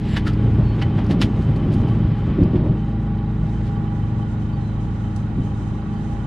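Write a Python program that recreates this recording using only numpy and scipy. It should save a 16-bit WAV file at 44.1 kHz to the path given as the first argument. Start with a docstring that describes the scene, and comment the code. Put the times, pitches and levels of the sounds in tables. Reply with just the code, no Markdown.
"""A generator in the wind

A single-cylinder generator runs outdoors: periodic firing makes the exhaust hum and forces the cover
to ring, over valve ticks and fan hiss. Shoes scuff gritty concrete by friction, and knocks excite the
modes of a metal grille. Turbulent gusts buffet the microphone, mostly in the first seconds.
Behind these a second motor hums, a far drone slowly sinks and a bird whistles faintly."""
import sys
import numpy as np
from scipy import signal
from scipy.fft import rfft, irfft, next_fast_len
from scipy.io import wavfile
from scipy.ndimage import uniform_filter1d

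SR = 44100
rng = np.random.default_rng(int(sys.argv[2]) if len(sys.argv) > 2 else 0)


def waveform_to_disk(signal):
    """Save audio, clipped to [-1, 1], as 16-bit WAV at the path in sys.argv[1]."""
    frames = np.transpose(np.atleast_2d(signal))
    scaled = np.clip(frames, -1, 1) * 32767
    samples = np.round(scaled).astype(np.int16)
    wavfile.write(sys.argv[1], SR, samples)


N = 276066
TIME = np.arange(N) / SR

# engine speed in four-stroke cycles: time_s, rate_hz
ENGINE_SPEED = [(0, 25.62), (0.3, 25.56), (0.7, 25.55), (1.3, 25.62), (1.7, 25.79), (2.3, 25.72),
                (2.8, 25.89), (3.05, 26.12), (3.4, 25.99), (3.8, 26.11), (4.3, 25.87), (4.8, 25.83),
                (5.05, 25.68), (5.35, 25.46), (5.65, 25.64), (6.0, 26.05), (6.26, 26.16)]
# exhaust harmonics: cycle_rate_multiple, level_db
EXHAUST_HARMONICS = [(1, -44.5), (2, -29), (5, -34), (6, -31), (7, -37), (8, -30), (9, -35.5), (10, -50.5),
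                     (12, -37.5), (13, -48), (16, -47.5), (17, -49.5), (21, -55.5)]
# resonances of the engine cover: pitch_hz, bandwidth_hz, ring_db, rattle_db
COVER_MODES = [(807.3, 7.6, -52, -57.5), (821, 43, -62.5, -50), (1137.5, 19, -57.5, -58),
               (989, 35, -65, -58.5), (1289, 39, -66, -61), (1440, 73, -69, -57), (1727, 58, -72, -65.5),
               (1914, 180, -73.5, -60.5)]
# strength of the cover's ring: time_s, gain_db
COVER_RING_GAIN = [(0, -7), (0.7, 6.5), (1.55, 4), (1.87, 7), (2.0, 4.5), (2.8, -3), (3.08, 1.5),
                   (3.38, -3), (3.6, -4), (3.74, 4.5), (3.88, 2), (4.08, 2), (4.3, -2), (5.6, 1.5),
                   (6.26, 1.5)]
# strength of the fine hiss: time_s, level_db
HISS_ENVELOPE = [(0, -63.5), (1.8, -61.5), (2.05, -67.5), (3, -67), (3.7, -64), (6.26, -60)]
# spectra of the rumble, fan and hiss: frequency_hz, density_db
RUMBLE_SPECTRUM = [(20, -8.5), (45, -9.5), (70, -7), (110, 2), (170, 0), (270, -16.5), (350, -12.5),
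                   (500, -17), (800, -19.5), (1300, -29.5)]
FAN_SPECTRUM = [(400, -12), (900, 6), (1400, 3.5), (2000, 0), (2600, -1.5), (3400, -5), (4200, -12.5),
                (5200, -16.5), (5900, -31)]
HISS_SPECTRUM = [(3000, 0.5), (5000, 0.5), (6000, 2), (6400, 4), (7250, -1.5), (7750, 0), (8400, -3),
                 (10000, -11.5), (11200, -19.5)]

# strongest gusts: centre_s, length_s, swirl_db, buffet_db
WIND_GUSTS = [(0.526, 0.28, -22, -30), (0.966, 0.067, -36, -25), (1.122, 0.041, -41, -22.5),
              (1.255, 0.22, -47, -25.5), (1.494, 0.055, -29, -25.5), (1.784, 0.27, -34.5, -23),
              (2.066, 0.028, -19, -48), (2.312, 0.035, -20.5, -32), (2.429, 0.064, -20.5, -19),
              (2.546, 0.051, -22.5, -23), (2.664, 0.15, -30, -22.5), (3.437, 0.053, -22.5, -34),
              (5.41, 0.079, -27.5, -29.5)]
# pressure pulses on the microphone: start_s, level_db, pitch_hz, decay_s
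WIND_THUMPS = [(1.0977, -10.5, 183.4, 0.025), (1.106, -19, 383, 0.0061), (1.168, -7.5, 191, 0.0061),
               (1.204, -8, 232, 0.004), (1.8, -6.5, 116, 0.0058), (2.387, -9, 300, 0.0066),
               (2.397, -9, 160, 0.007), (2.4173, -2, 215, 0.0016), (2.414, -16, 340, 0.016),
               (2.427, -2.5, 119, 0.0065), (2.459, -7.5, 119, 0.0049), (2.542, -19.5, 231, 0.022),
               (2.546, -20.5, 353, 0.025), (2.696, -4.5, 140, 0.0068), (5.385, -17.5, 261, 0.013)]
# spectra of deep swirl, buffeting and breeze: frequency_hz, density_db
SWIRL_SPECTRUM = [(18, -8), (35, 3), (60, 8.5), (90, 12.5), (125, 8), (165, 8.5), (200, -13), (280, -19)]
BUFFET_SPECTRUM = [(40, -30), (100, -3), (150, 3), (210, -3), (270, -4.5), (360, -8.5), (480, -20),
                   (600, -20.5), (750, -30), (1100, -32)]
BREEZE_SPECTRUM = [(12, -25.5), (20, 0), (112, -5.5), (214, -11.5), (276, -19), (321, -15.5), (500, -25),
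                   (650, -67.5), (1100, -120)]

# shoe scuffs: peak_s, level_db, length_s, treble_gain_db, ring_hz, ring_gain_db
SHOE_SCUFFS = [(0.17, -29.5, 0.025, 2, 1650, -6.5), (0.275, -35.5, 0.027, 8, 1330, 4.5),
               (0.824, -31, 0.015, -3, 1800, -5.5), (0.988, -42, 0.034, -4, 870, 8),
               (1.112, -35, 0.026, 5.5, 554, 2.5), (1.223, -28.5, 0.023, 9, 3420, -14),
               (1.73, -52, 0.036, 12.5, 646, 9), (1.818, -57.5, 0.037, 9, 900, 9.5),
               (1.888, -54, 0.028, 12, 805, 13), (2.417, -54, 0.06, -4, 557, 10),
               (2.56, -51, 0.047, 0, 600, 11), (3.47, -59.5, 0.07, 4, 580, 9),
               (3.61, -60, 0.04, 2, 570, 13), (3.672, -60.5, 0.045, 14.5, 3930, -19)]
# slides that lead into a scuff: peak_s, level_db, length_s
SOLE_SLIDES = [(0.14, -37.5, 0.13), (0.812, -41, 0.033)]
# tones of a squealing sole: start_hz, end_hz, level_db
SQUEAL_TONES = [(7760, 7480, -54.5), (9850, 10600, -59)]
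# snapping grains: peak_s, level_db, ring_hz
GRIT_SNAPS = [(0.0877, -39, 4400), (0.3326, -39.5, 5030), (1.0435, -45, 6500), (1.064, -41, 5500),
              (1.3643, -47, 3000), (1.4222, -41.5, 5100), (1.561, -39.5, 4530), (1.7384, -34.5, 4500),
              (2.4354, -41, 5200), (5.162, -36.5, 7800)]
# knocks on the grille: time_s, ring_db, crack_db, crack_top_hz, place (0 on the frame, 1 on a slat)
GRILLE_KNOCKS = [(0.1692, -30, -25, 3200, 0.0), (0.175, -50, -27, 3400, 0.36), (0.28, -44, -30, 4200, 0.4),
                 (0.818, -48, -28, 3000, 0.68), (0.823, -32, -28, 2800, 0.94),
                 (1.2166, -39, -16.5, 8550, 0.23), (1.2214, -35, -17.5, 7040, 0.87),
                 (1.227, -46, -33, 4500, 0.61)]
# modes of the grille: pitch_hz, frame_struck_db, slat_struck_db, t60_s
GRILLE_MODES = [(615, -5, -7, 0.07), (810, -11, 6.5, 0.12), (950, -2.5, -7, 0.09), (1137, -2, -8.5, 0.13),
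                (1435, -8, -4, 0.062), (1710, -1, -1, 0.065), (1970, -6.5, 3, 0.095),
                (2170, -4, -11, 0.091), (2950, 4.5, 0, 0.055), (3040, -6, 1.5, 0.12),
                (3460, -3, -12, 0.089), (3670, -8.5, -16, 0.1), (4350, -5.5, -10, 0.08),
                (4700, -13, -14, 0.06)]
# spectra of grinding grit, snapping grit and metal striking metal: frequency_hz, density_db
GRIT_SPECTRUM = [(300, 1), (700, 1.5), (1200, -4), (1800, 4), (2400, 3.5), (3200, 2.5), (4200, -2.5),
                 (5300, -7), (6200, -14.5), (8000, -18.5), (11000, -24), (13000, -33)]
SNAP_SPECTRUM = [(2000, -8), (4500, 2.5), (7500, -10), (10500, -8.5), (12000, -17.5)]
CRACK_SPECTRUM = [(400, -1), (1800, 0), (5200, 0), (6000, -14), (11000, -17), (14000, -28)]

# strength of the far drone: time_s, level_db
DRONE_ENVELOPE = [(0, -29), (0.5, -19), (1.2, -25.5), (2, -22.5), (2.9, -27), (4.3, -24.5), (6.26, -31)]
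# harmonics of the second motor: pitch_hz, level_db
MOTOR_HARMONICS = [(85.3, -35), (170.6, -43.5), (255.9, -47), (341.2, -64.5)]
# bird whistles: start_s, length_s, start_hz, end_hz, level_db
BIRD_WHISTLES = [(0.608, 0.17, 4400, 4300, -55), (4.518, 0.066, 4600, 4470, -60),
                 (4.567, 0.2, 4170, 3920, -60), (5.894, 0.12, 4450, 4660, -64)]
# stereo width of the noises: frequency_hz, side_to_mid_db
STEREO_WIDTH = [(100, -37), (300, -33.5), (650, -7), (1400, -5), (2800, -6.5), (5500, 0), (10000, 3.5)]


def exhaust(cycles, waver_db=1.24, gain_db=2.5, fade_db_per_s=1.02, effort_db_per_hz=2.5, smear=0.21):
    """Periodic firing gives a harmonic series; dispersion in the muffler smooths the throb."""
    tones = 0
    for k, db in EXHAUST_HARMONICS:
        phase = k * cycles - smear * k ** 2 / 2  # higher harmonics are delayed more
        tones += from_db(db + waver_db * drift(2.6)) * np.sin(2 * np.pi * phase)
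    speed = in_time(ENGINE_SPEED)
    effort_db = effort_db_per_hz * (speed - speed.mean())
    return np.sqrt(2) * from_db(gain_db + effort_db - fade_db_per_s * TIME) * tones


def cover(cycles, pan_db=5.0, lag_s=0.0001, waver_db=1.36):
    """Forced vibration: each firing kicks the cover, which sings where a harmonic meets a resonance."""
    kicks = np.diff(np.floor(cycles), prepend=0)
    ring = rattle = 0
    for hz, width_hz, ring_db, rattle_db in COVER_MODES:
        mode = resonate(kicks, hz, width_hz)
        ring += from_db(ring_db) * rms_one(resonate(mode, hz, hz / 6))
        rattle += from_db(rattle_db) * ringing(hz, width_hz)
    ring = np.array([np.interp(TIME - lag_s, TIME, ring), ring])  # reaches the right side first
    ring *= from_db(waver_db * drift(10) + in_time(COVER_RING_GAIN))
    return (ring + rattle) * from_db([[-pan_db], [pan_db]])


def valve_gear(cycles, tick_db=-70, whine_db=-62.5, whine_hz=3065, surge_db=6, windy_db=4.5):
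    """Amplitude modulation: the valve gear jingles and a thin metal whine flutters once a cycle."""
    throb = np.cos(2 * np.pi * cycles)
    jingle = from_db(tick_db) * (1 + 0.83 * throb) * (ringing(3920, 70) + 0.9 * ringing(3775, 35))
    whine = (1 + 0.34 * throb) * sine(whine_hz + 12 * drift(42))
    surges = np.tanh(2 * (drift(29) - 0.73))  # mostly low, now and then high
    whine = rms_one(whine * from_db(surge_db * surges))
    return jingle + from_db(whine_db + windy_db * windy()) * whine


def cooling_air(cycles, rumble_db=-35, calm_rush_db=-50, windy_db=6):
    """Broadband noise: the fan's rush pulses three times a cycle, between a rumble and a fine hiss."""
    pulse = 1 + 0.065 * np.cos(2 * np.pi * 3 * cycles)
    rush = from_db(calm_rush_db + windy_db * windy() + 0.5 * drift(25)) * pulse * noise(FAN_SPECTRUM)
    hiss = from_db(in_time(HISS_ENVELOPE) + 2.1 * drift(7.7)) * noise(HISS_SPECTRUM)
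    return from_db(rumble_db) * noise(RUMBLE_SPECTRUM) + rush + hiss


def wind(flow_db=-27, lull_db=-8.5, restless_db=3, gust_gain_db=2.5):
    """Turbulence at the microphone: gusts add in power to a flow that eases after the windy spell."""
    flow = from_db(flow_db + lull_db * (1 - windy()) + restless_db * drift(24))
    swirl = buffet = 0
    for centre_s, length_s, swirl_db, buffet_db in WIND_GUSTS:
        gust = from_db(gust_gain_db) * np.exp(-2 * ((TIME - centre_s) / length_s) ** 2)
        swirl += from_db(swirl_db) * gust
        buffet += from_db(buffet_db) * gust
    deep = np.hypot(flow, swirl) * even(noise(SWIRL_SPECTRUM))
    rough = np.hypot(flow, buffet) * even(noise(BUFFET_SPECTRUM))
    return deep + rough


def thumps(rise_s=0.0016, top_hz=650):
    """Damped oscillation: the hardest buffets are brief, low swings of pressure."""
    swings = 0
    for start_s, db, hz, decay_s in WIND_THUMPS:
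        envelope = from_db(db) * swell(start_s + rise_s, rise_s, decay_s)
        swings += envelope * np.sin(2 * np.pi * hz * (TIME - start_s))
    return butterworth(swings, top_hz)


def shoes(grain_db=1, ring_width_hz=220, treble_hz=4000, slide_top_hz=5000):
    """Sliding friction: soles rub dully, then grind over grit, each contact with its own resonance."""
    grit = noise(GRIT_SPECTRUM, from_db(grain_db * drift(370)))
    treble = butterworth(grit, treble_hz, "high", order=1)
    scuffs = 0
    for peak_s, db, length_s, treble_db, ring_hz, ring_db in SHOE_SCUFFS:
        ring = from_db(ring_db + 2.5) * rms_one(resonate(grit, ring_hz, ring_width_hz))
        contact = grit + (from_db(treble_db) - 1) * treble + ring
        scuffs += from_db(db) * stroke(peak_s, length_s, rise_share=0.36) * contact
    slides = sum(from_db(db) * stroke(s, length_s, rise_share=0.78) for s, db, length_s in SOLE_SLIDES)
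    return scuffs + slides * butterworth(grit, slide_top_hz)


def grille(scatter_db=2.5, ring_top_hz=5500):
    """Impact excitation: each knock cracks and rings the modes, weighted by where it lands."""
    crack, cracks, rings = noise(CRACK_SPECTRUM), 0, 0
    for s, _, db, top_hz, _ in GRILLE_KNOCKS:
        envelope = from_db(db) * swell(s, rise_s=0.0012, decay_s=0.0022)
        cracks += envelope * rms_one(butterworth(crack, top_hz))
    times, ring_db, _, _, place = np.transpose(GRILLE_KNOCKS)
    for hz, frame_db, slat_db, t60_s in GRILLE_MODES:
        mode_db = ring_db + frame_db + (slat_db - frame_db) * place
        impulses = np.zeros(N)
        impulses[(times * SR).astype(int)] = from_db(rng.normal(mode_db, scatter_db))
        r, w = from_db(-60 / (t60_s * SR)), 2 * np.pi * hz / SR
        rings += signal.lfilter([0, np.sin(w)], [1, -2 * r * np.cos(w), r * r], impulses + 1e-18)
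    return cracks + butterworth(rings, ring_top_hz)


def snaps(gain_db=-9, ring_width_hz=1100):
    """Brittle fracture: a grain gives a bright burst and a brief ring; finer grains have less body."""
    crack, out = noise(SNAP_SPECTRUM), 0
    for s, db, hz in GRIT_SNAPS:
        burst = swell(s, rise_s=0.00046, decay_s=0.009) * butterworth(crack, 0.7 * hz, "high")
        ring = swell(s, rise_s=0.0005, decay_s=0.0048) * rms_one(resonate(crack, hz, ring_width_hz))
        out += from_db(db + gain_db) * (burst + ring)
    return out


def squeal(peak_s=0.14, waver=0.025, rough_db=4):
    """Stick-slip friction: two thin, unsteady tones glide apart and swell until the sole grips."""
    out = 0
    for start_hz, end_hz, db in SQUEAL_TONES:
        glide_hz = start_hz + (end_hz - start_hz) * ramp(0, peak_s)
        tone = sine(glide_hz * (1 + waver * drift(420)))
        out += from_db(db + rough_db * drift(250)) * tone
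    return out * swell(peak_s, rise_s=0.045, decay_s=0.021)


def loose_grit(ticks_per_s=4.8, level_db=-64, spread_db=1, decay_s=0.008):
    """A Poisson process: grains shift underfoot at random, each with a faint, decaying tick."""
    onsets = (rng.random(N) < ticks_per_s / SR) * from_db(rng.normal(level_db, spread_db, N))
    envelope = signal.lfilter([1], [1, -np.exp(-1 / (decay_s * SR))], onsets + 1e-18)
    return envelope * noise(SNAP_SPECTRUM)


def far_drone(start_hz=112.1, sag_hz_per_s=0.58):
    """A linear glide: one distant pure tone sinks as its level swells and fades."""
    return np.sqrt(2) * from_db(in_time(DRONE_ENVELOPE)) * sine(start_hz - sag_hz_per_s * TIME)


def second_motor(wander_s=0.00059, waver_db=2):
    """Steady rotation gives a hum whose harmonics wander together in phase."""
    clock, hum = TIME + wander_s * drift(0.45), 0
    for hz, db in MOTOR_HARMONICS:
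        hum += from_db(db + waver_db * drift(1)) * np.sin(2 * np.pi * (hz * clock + rng.random()))
    return np.sqrt(2) * hum


def breeze(level_db=-41):
    """Antiphase pressure: light eddies push the two microphone ports in opposite directions."""
    return from_db(level_db) * noise(BREEZE_SPECTRUM)[0] * [[1], [-1]]


def bird(waver_hz=45, flicker_db=2):
    """Random modulation of pitch and level blurs the gliding whistles of a distant bird."""
    out, waver = 0, waver_hz * drift(170)
    for start_s, length_s, start_hz, end_hz, db in BIRD_WHISTLES:
        progress = ramp(start_s, length_s)
        pitch_hz = start_hz + (end_hz - start_hz) * progress + waver
        out += from_db(db) * np.sin(np.pi * progress) * sine(pitch_hz)
    return out * from_db(flicker_db * (drift(50) + 0.5))


def windy(attack_s=0.23, end_s=2.99, release_s=0.64):
    """Envelope of the windy spell: 1 while it holds, 0 in the calm."""
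    return ramp(0, attack_s) * (1 - ramp(end_s - release_s, release_s))


def from_db(db):
    """Decibels to amplitude ratio."""
    return 10 ** (np.asarray(db) / 20)


def rms_one(x):
    """Normalisation to unit rms."""
    return x / np.sqrt(np.mean(x ** 2) + 1e-20)


def in_time(curve):
    """Linear interpolation of a curve at every sample."""
    return np.interp(TIME, *np.transpose(curve))


def at_hz(spectrum, hz):
    """Interpolation on a log-frequency axis."""
    known_hz, values = np.transpose(spectrum)
    return np.interp(np.log(hz + 1e-3), np.log(known_hz), values)


def sine(pitch_hz):
    """An oscillator whose phase is the integral of its frequency."""
    return np.sin(2 * np.pi * np.cumsum(pitch_hz) / SR)


def drift(corner_hz, step=40, settle=2000):
    """Low-passed noise: a random fluctuation of unit rms."""
    r = np.exp(-2 * np.pi * corner_hz * step / SR)
    white = rng.standard_normal(N // step + settle + 2)
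    slow = signal.lfilter([1], [1, -2 * r, r * r], white)[settle:]
    return np.interp(np.arange(N) / step, np.arange(len(slow)), rms_one(slow))


def noise(spectrum, grain=1):
    """Spectral shaping: stereo noise of unit rms, falling steeply above the spectrum's last point."""
    size = next_fast_len(N)
    hz = np.fft.rfftfreq(size, 1 / SR)
    gain = from_db(at_hz(spectrum, hz)) / np.maximum(hz / spectrum[-1][0], 1) ** 8
    mid, side = rfft(rng.standard_normal((2, N)) * grain, size) * gain
    side *= from_db(at_hz(STEREO_WIDTH, hz))
    return rms_one(irfft([mid + side, mid - side], size)[:, :N])


def even(x, span_s=0.079):
    """Division by the running rms takes the slow swells out of a noise."""
    return x / np.sqrt(uniform_filter1d(np.mean(x ** 2, axis=0), int(span_s * SR)) + 1e-9)


def butterworth(x, corner_hz, kind="low", order=2):
    """A filter with a maximally flat passband."""
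    return signal.sosfilt(signal.butter(order, corner_hz, kind, fs=SR, output="sos"), x)


def resonate(x, hz, width_hz):
    """A two-pole resonance."""
    r = np.exp(-np.pi * width_hz / SR)
    return signal.lfilter([1 - r, 0, r - 1], [1, -2 * r * np.cos(2 * np.pi * hz / SR), r * r], x + 1e-18)


def ringing(hz, width_hz):
    """Random excitation of a resonance, in stereo at unit rms."""
    mode = resonate(rng.standard_normal((2, N)), hz, width_hz)
    mid, side = resonate(mode, hz, hz / 4)
    side *= from_db(at_hz(STEREO_WIDTH, hz))
    return rms_one(np.array([mid + side, mid - side]))


def ramp(start_s, length_s):
    """Linear rise from 0 to 1."""
    return np.clip((TIME - start_s) / length_s, 0, 1)


def swell(peak_s, rise_s, decay_s):
    """Exponential rise to 1, then exponential decay."""
    exponent = np.maximum((peak_s - TIME) / rise_s, (TIME - peak_s) / decay_s)
    return np.exp(-np.minimum(exponent, 20))


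def stroke(peak_s, length_s, rise_share):
    """A swell whose two time constants sum to length_s."""
    return swell(peak_s, rise_share * length_s, (1 - rise_share) * length_s)


def scene():
    """Superposition of all sources; one cycle count keeps the generator's parts in step."""
    cycles = np.cumsum(in_time(ENGINE_SPEED)) / SR
    generator = exhaust(cycles) + cover(cycles) + valve_gear(cycles) + cooling_air(cycles)
    person = shoes() + snaps() + squeal() + loose_grit() + grille()
    return generator + person + far_drone() + second_motor() + wind() + thumps() + breeze() + bird()


def record(dry, opens_at_s=2.38, opening_s=1.56, bottom_hz=18, top_hz=15500):
    """Mid-side mixing opens the image from mono to stereo; band limiting cuts both extremes."""
    mid = dry.mean(axis=0)
    image = mid + ramp(opens_at_s, opening_s) * (dry - mid)
    top_cut = signal.cheby2(12, 70, top_hz, fs=SR, output="sos")
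    return signal.sosfilt(top_cut, butterworth(image, bottom_hz, "high"))


dry = scene()
out = record(dry)
waveform_to_disk(out)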